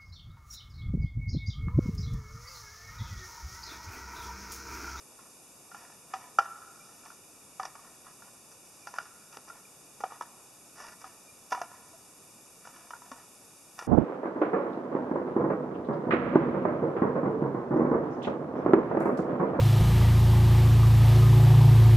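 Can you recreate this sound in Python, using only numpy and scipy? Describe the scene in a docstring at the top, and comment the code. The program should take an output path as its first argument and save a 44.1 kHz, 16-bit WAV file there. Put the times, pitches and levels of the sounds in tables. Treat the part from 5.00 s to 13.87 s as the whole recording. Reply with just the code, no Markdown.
"""Clunks of split firewood being stacked, some way off in a still, snowy wood.
Each billet rings in two bending modes, rattles the pile and cracks its bark; between blows, logs
scrape and snow crunches. Trunks scatter these sounds into a long thin tail. Behind them: a few far
pips, faint air and the hiss of a microphone with narrow notches."""
import sys
import numpy as np
from scipy import signal
from scipy.fft import rfft, irfft
from scipy.io import wavfile

SR = 44100
rng = np.random.default_rng(int(sys.argv[2]) if len(sys.argv) > 2 else 0)


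def output_pcm(signal):
    """Save a mono or channel-first signal as 16-bit PCM at the path in sys.argv[1].

    Samples are clipped to [-1, 1] before scaling.
    """
    pcm = np.clip(np.atleast_2d(signal).T, -1, 1) * 32767
    wavfile.write(sys.argv[1], SR, np.round(pcm).astype(np.int16))


N = 391166
HIT_S = 0.25

# bending modes by billet name, unrelated as a split log is not round: low_hz, high_hz
BILLET_MODES = {"thick": (258, 525), "flat": (717, 1380), "heavy": (765, 1245), "stout": (793, 1362),
                "long": (815, 1382), "medium": (972, 1300), "slim": (920, 1408), "short": (1070, 1406),
                "square": (920, 1120)}
# bark and ice breaking: freq_hz, gain_db
CRACK_SPECTRUM = [(1000, -20), (2800, 0.5), (3800, -7), (5000, 3.5), (6000, 5.5), (7000, -6.5),
                  (9000, -18.5), (12000, -12)]


def stacking():
    """Billets land on the pile and slide home."""
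    # start_s, billet, level_db, high_mode_db, crack_db, thud_db, t60_s
    landings = [(0.188, "short", -55.5, -3, -14, -7.5, 0.071), (0.7145, "long", -52.5, 20, -12, -18, 0.13),
                (0.745, "long", -48, 6, -12, -19, .1), (1.1355, "heavy", -35, -0.5, -13.5, -19.5, 0.12),
                (1.3851, "stout", -18.5, 8, -23, -20.5, 0.06), (1.394, "slim", -50, -3, -1, -19, .014),
                (2.102, "short", -50, 20, -20, -30, 0.02), (2.5967, "heavy", -34, -1.5, -20.5, -33, 0.066),
                (2.631, "square", -43, 2, -7, -26, 0.06), (2.652, "heavy", -49.5, -15, 4, -24.5, 0.057),
                (2.752, "square", -51.5, 5, -11, -20, 0.1), (2.79, "square", -55, 10, -18, -24, 0.12),
                (2.848, "short", -64, 9, -17, -21, 0.018), (3.221, "slim", -55.5, 10, -11, -25, .07),
                (3.8707, "long", -46.5, -1, -5, -36, 0.095), (3.9375, "medium", -49, -12, -7.5, -6, .036),
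                (3.96, "short", -52, 11, -11, -23, 0.03), (3.984, "short", -35.5, 20, -12.5, -25.5, 0.029),
                (4.369, "long", -54, -24, 3.5, 4, 0.0099), (4.4988, "long", -45, 25, -37, -33, 0.086),
                (5.003, "long", -47.5, -3, -9, 0, 0.13), (5.0358, "heavy", -31, -7, -25, -9.5, 0.02),
                (5.1175, "square", -47, -3, -17.5, -10, 0.05),
                (5.209, "medium", -37.5, -2.5, -20, -12.5, 0.012),
                (5.221, "square", -49, 13, -6, -25, 0.046), (5.8455, "slim", -51, -3, -19, -22, .033),
                (6.041, "heavy", -46, 1.5, -19, -24, 0.092), (6.518, "heavy", -34, -11, -16, -11.5, 0.055),
                (6.5225, "medium", -29, -11, -14.5, -11.5, 0.077),
                (6.5465, "medium", -36, -11, -17, -14.5, 0.083),
                (6.574, "heavy", -40.5, -6, -32, -22, 0.066), (6.6139, "flat", -36, -4, -12, -7.5, .034),
                (6.713, "medium", -54.5, -2, -14, -8, 0.05), (7.651, "slim", -55.5, 15, -8, -13, 0.045),
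                (7.671, "medium", -53.5, -1, -5, -11, 0.032), (7.905, "medium", -47.5, 2, -10, -21, 0.054),
                (7.9338, "slim", -43, 4.5, -28.5, -25, 0.027),
                (8.018, "medium", -54.5, -15, -13, -18, .064), (8.114, "square", -44.5, 2, -11, -4.5, .11),
                (8.1155, "thick", -49, -5, -19.5, -11.5, 0.078), (8.789, "slim", -43, 7, -3.5, -13, 0.082),
                (8.8208, "long", -48.5, 0, -9.5, 0, 0.054)]
    track = np.zeros(N)
    for start_s, *blow in landings:
        add(track, start_s, knock(*blow))
    firm_blow_db = -45
    for start_s, _, level_db, *_, t60_s in landings:
        slide_db = -60.5 + 0.45 * (level_db - firm_blow_db)
        slide_s = 1.32 * t60_s  # a loose billet both rings and slides longer
        add(track, start_s, scrape(slide_s, wood_db=slide_db, crunch_db=slide_db - 11))
    return track


def knock(billet, level_db, high_mode_db, crack_db, thud_db, t60_s):
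    """The push builds as bark crushes, then wood rings. High mode re low; crack and thud re level_db."""
    low_hz, high_hz = BILLET_MODES[billet]
    t = np.arange(int(HIT_S * SR)) / SR
    # more thud than crack: a softer, longer contact
    contact_s = np.clip(0.001973 * 2 ** ((thud_db - crack_db) / 17.5), 0.0003, 0.006)
    push = 1 - np.exp(-(t / contact_s) ** 2)
    # the pile soaks up most of the ring; a little lives on in the free ends
    free_ends = undb(-24) * fade(t, t60_s=0.067)
    low = push * (fade(t, t60_s) + free_ends) * np.sin(2 * np.pi * low_hz * t)
    high = push * (fade(t, 0.55 * t60_s) + free_ends) * np.sin(2 * np.pi * high_hz * t)
    ring = level(low, 0) + level(high, high_mode_db)
    rattle = push * fade(t, 3 * t60_s) * pile(t)  # a billet held fast damps the pile too
    rattle_db = 4 + 0.56 * crack_db  # rougher contact shakes it more
    # dull push into pile and ground: freq_hz, gain_db
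    thud_spectrum = [(30, -26), (120, -12.5), (260, -8.5), (470, 5), (620, 1.5), (900, 5.5), (2000, -45.5)]
    thud = colour(signal.unit_impulse(len(t), int(contact_s * SR)), thud_spectrum)
    snap = (t >= contact_s) * fade(np.abs(t - contact_s), t60_s=0.005) * rng.standard_normal(len(t))
    crumbs = push * fade(t, t60_s) * grit(len(t), spread_db=3.5)
    crack = colour(level(snap, -3) + level(crumbs, 0), CRACK_SPECTRUM)
    return (level(ring, level_db) + level(rattle, level_db + rattle_db)
            + level(thud, level_db + thud_db) + level(crack, level_db + crack_db))


def pile(t):
    """The pile's ring, a little different at each point of contact."""
    # pitch_hz, t60_s, level_db
    modes = [(457, 0.0095, -9), (555, 0.024, -7), (715, 0.035, 2), (837, 0.036, 1), (988, 0.074, -1),
             (1100, 0.021, 5), (1269, 0.022, 7), (1402, 0.02, 6.5), (1740, 0.024, 4), (1905, 0.05, -5),
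             (2287, 0.013, 2.5), (2393, 0.063, -14.5), (2840, 0.094, -14.5), (3130, 0.042, -1),
             (3495, 0.049, -14.5)]
    ring = np.zeros(len(t))
    for pitch_hz, t60_s, level_db in modes:
        detune, strength, phase = rng.uniform(-1, 1, 3)
        tone = np.sin(2 * np.pi * pitch_hz * (1 + 0.035 * detune) * t + np.pi * phase)
        ring += undb(level_db + 2.5 * strength) * fade(t, t60_s) * tone
    return ring


def dragging(bumps_per_s=11):
    """Logs drag over bark and snow, bumping their neighbours at uneven intervals."""
    # start_s, length_s, wood_db, crunch_db
    drags = [(0.725, 0.23, -60.5, -64), (1.097, 0.11, -55.5, -80), (1.719, 0.49, -69, -65),
             (2.029, 0.057, -55.5, -75), (3.04, .08, -56, -76), (3.267, 0.025, -59, -68),
             (3.508, 0.022, -62, -59.5), (3.616, 0.39, -83, -66), (3.925, 0.15, -56.5, -61),
             (4.322, 0.038, -55, -58), (4.468, 0.048, -54, -59.5), (5.033, 0.15, -56, -73),
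             (5.748, .2, -52, -56), (5.996, 0.1, -57, -62), (6.502, 0.034, -50, -51),
             (7.587, 0.33, -61, -69), (8.04, 0.06, -61, -72), (8.769, 0.092, -51, -76)]
    track = np.zeros(N)
    for start_s, *drag in drags:
        add(track, start_s, scrape(*drag))
    neighbours = [name for name in BILLET_MODES if name != "thick"]
    for start_s, length_s, wood_db, _ in drags:
        count = int(length_s * bumps_per_s)
        for k, (jitter, strength, balance) in enumerate(rng.uniform(-1, 1, (count, 3))):
            progress = (k + 0.5 + jitter / 2) / count
            speed_db = 20 * np.log10(np.sin(np.pi * progress))  # fastest, so hardest, mid-stroke
            bump_db = wood_db + 0.5 + 2 * strength + speed_db
            bump = knock(rng.choice(neighbours), bump_db, high_mode_db=10 * balance,
                         crack_db=-7.5, thud_db=-12.5, t60_s=0.05)
            add(track, start_s + length_s * progress, bump)
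    return track


def scrape(length_s, wood_db, crunch_db):
    """Bark catches and slips in small jerks that ring the pile and crunch the snow."""
    t = np.arange(int((length_s + HIT_S) * SR)) / SR
    jerk_times_s = np.arange(0, t[-1], 0.007)
    jerk_db = 3.5 * np.interp(t, jerk_times_s, rng.standard_normal(len(jerk_times_s)))
    arch = np.sqrt(np.abs(np.sin(np.pi * np.minimum(t / length_s, 1))))
    stroke = undb(jerk_db) * arch
    wood = np.zeros(len(t))
    for _ in range(2):  # each end of the log rubs its own part of the pile
        friction = stroke * grit(len(t), spread_db=4)
        wood += signal.fftconvolve(friction, pile(t))[:len(t)]
    crunch = colour(stroke * grit(len(t), spread_db=4.5), CRACK_SPECTRUM)
    return level(wood, wood_db, length_s) + level(crunch, crunch_db, length_s)


def trunk_echo(near_db=-13, near_cutoff_hz=3500, far_db=-18):
    """Impulse response: close trunks answer at once, distant ones in a long, dull, patchy tail."""
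    # colour of the distant echo: freq_hz, gain_db
    far_spectrum = [(200, -22), (550, -9), (800, -1), (1030, 1.5), (1380, 0), (1900, 3), (2900, 1),
                    (5000, -14), (10000, -30)]
    t = np.arange(int(1.2 * SR)) / SR
    near = grit(len(t), spread_db=-0.5) * fade(t, t60_s=0.08) * np.clip((t - 0.006) / 0.014, 0, 1)
    far = grit(len(t), spread_db=2.5) * fade(t, t60_s=1.32) * np.clip((t - 0.015) / 0.052, 0, 1)
    lowpass = signal.butter(1, near_cutoff_hz, fs=SR, output="sos")
    near = signal.sosfilt(lowpass, level(near, near_db, 1 / SR))
    return near + colour(level(far, far_db, 1 / SR), far_spectrum)


def far_pips():
    """Faint, nearly pure notes: sines under half-sine envelopes."""
    # start_s, pitch_hz, length_s, level_db
    notes = [(1.792, 2370, 0.036, -62), (3.811, 2390, 0.067, -64.5), (4.65, 2400, 0.0095, -56.5),
             (6.264, 2405, 0.056, -62.5), (6.931, 665, 0.034, -57.5)]
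    track = np.zeros(N)
    for start_s, pitch_hz, length_s, level_db in notes:
        t = np.arange(int(length_s * SR)) / SR
        pip = np.sin(np.pi * t / length_s) * np.sin(2 * np.pi * pitch_hz * t)
        add(track, start_s, level(pip, level_db, length_s))
    return track


def air_and_hiss():
    """Steady noise: low air nearly alike in both ears, microphone hiss wider."""
    # freq_hz, density_db_per_hz
    mid_spectrum = [(20, -106), (50, -102), (90, -93.5), (140, -89.5), (280, -89), (550, -91.5),
                    (1300, -94.5), (1900, -103), (2250, -99), (2410, -94.5), (2650, -99), (4500, -99.5),
                    (6500, -95), (11500, -95.5)]
    # stereo width: freq_hz, side_minus_mid_db
    width = [(30, -18), (120, -10.5), (1300, -10.5), (1900, -18.5), (2400, -9.5), (3000, -6), (6000, -4.5),
             (12000, -5.5)]
    mid, side = rfft(rng.standard_normal((2, N))) * gains(mid_spectrum, N) * np.sqrt(SR / 2)
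    side *= gains(width, N)
    return irfft(np.array([mid + side, mid - side]), N)


def grit(size, spread_db):
    """Dense tiny contacts of unequal strength."""
    return rng.standard_normal(size) * undb(spread_db * np.minimum(rng.exponential(size=size), 6))


def undb(db):
    """Decibels to gain."""
    return 10 ** (np.asarray(db) / 20)


def fade(t, t60_s):
    """Exponential decay, 60 dB down at t60_s."""
    return np.exp(-np.log(1000) * t / max(t60_s, 1e-3))


def level(x, rms_db, length_s=0.02):
    """Give x the energy of a sound of this level and length."""
    return x * undb(rms_db) * np.sqrt(length_s * SR / (np.sum(x ** 2) + 1e-18))


def add(track, start_s, x):
    """Mix x into the track at start_s."""
    i = int(np.clip(start_s * SR, 0, N - 1))
    track[i:i + len(x)] += x[:N - i]


def gains(spectrum, size):
    """Gain per FFT bin from rows of freq_hz, gain_db."""
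    freq_hz, gain_db = np.transpose(spectrum)
    bin_hz = np.maximum(np.fft.rfftfreq(size, 1 / SR), 1)
    return undb(np.interp(np.log(bin_hz), np.log(freq_hz), gain_db))


def colour(x, spectrum, size=1024):
    """Minimum-phase filter: attacks stay sharp."""
    cepstrum = irfft(np.log(gains(spectrum, size)))
    cepstrum[1:size // 2] *= 2
    cepstrum[size // 2 + 1:] = 0
    response = irfft(np.exp(rfft(cepstrum)))
    return signal.fftconvolve(x, response)[:len(x)]


def scene():
    """The woodpile a hair right of centre, widened by its echo, over pips, air and hiss."""
    mid_echo, side_echo = trunk_echo(), trunk_echo()
    background = air_and_hiss()
    wood = stacking() + dragging()
    mid = wood + signal.fftconvolve(wood, mid_echo)[:N] + far_pips()
    side = undb(-35) * mid + undb(-22) * signal.fftconvolve(wood, side_echo)[:N]
    return np.array([mid - side, mid + side]) + background


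def record(dry):
    """The recorder cuts narrow notches and the top treble."""
    # centre_hz, width_hz
    notches = [(1600, 106), (2090, 212), (3180, 470), (4180, 566), (7880, 220)]
    for centre_hz, width_hz in notches:
        band_hz = [centre_hz - width_hz / 2, centre_hz + width_hz / 2]
        dry = signal.sosfilt(signal.butter(2, band_hz, "bandstop", fs=SR, output="sos"), dry)
    cutoff_hz = 11900
    return signal.sosfilt(signal.ellip(10, 0.2, 70, cutoff_hz, fs=SR, output="sos"), dry)


dry = scene()
out = record(dry)
output_pcm(out)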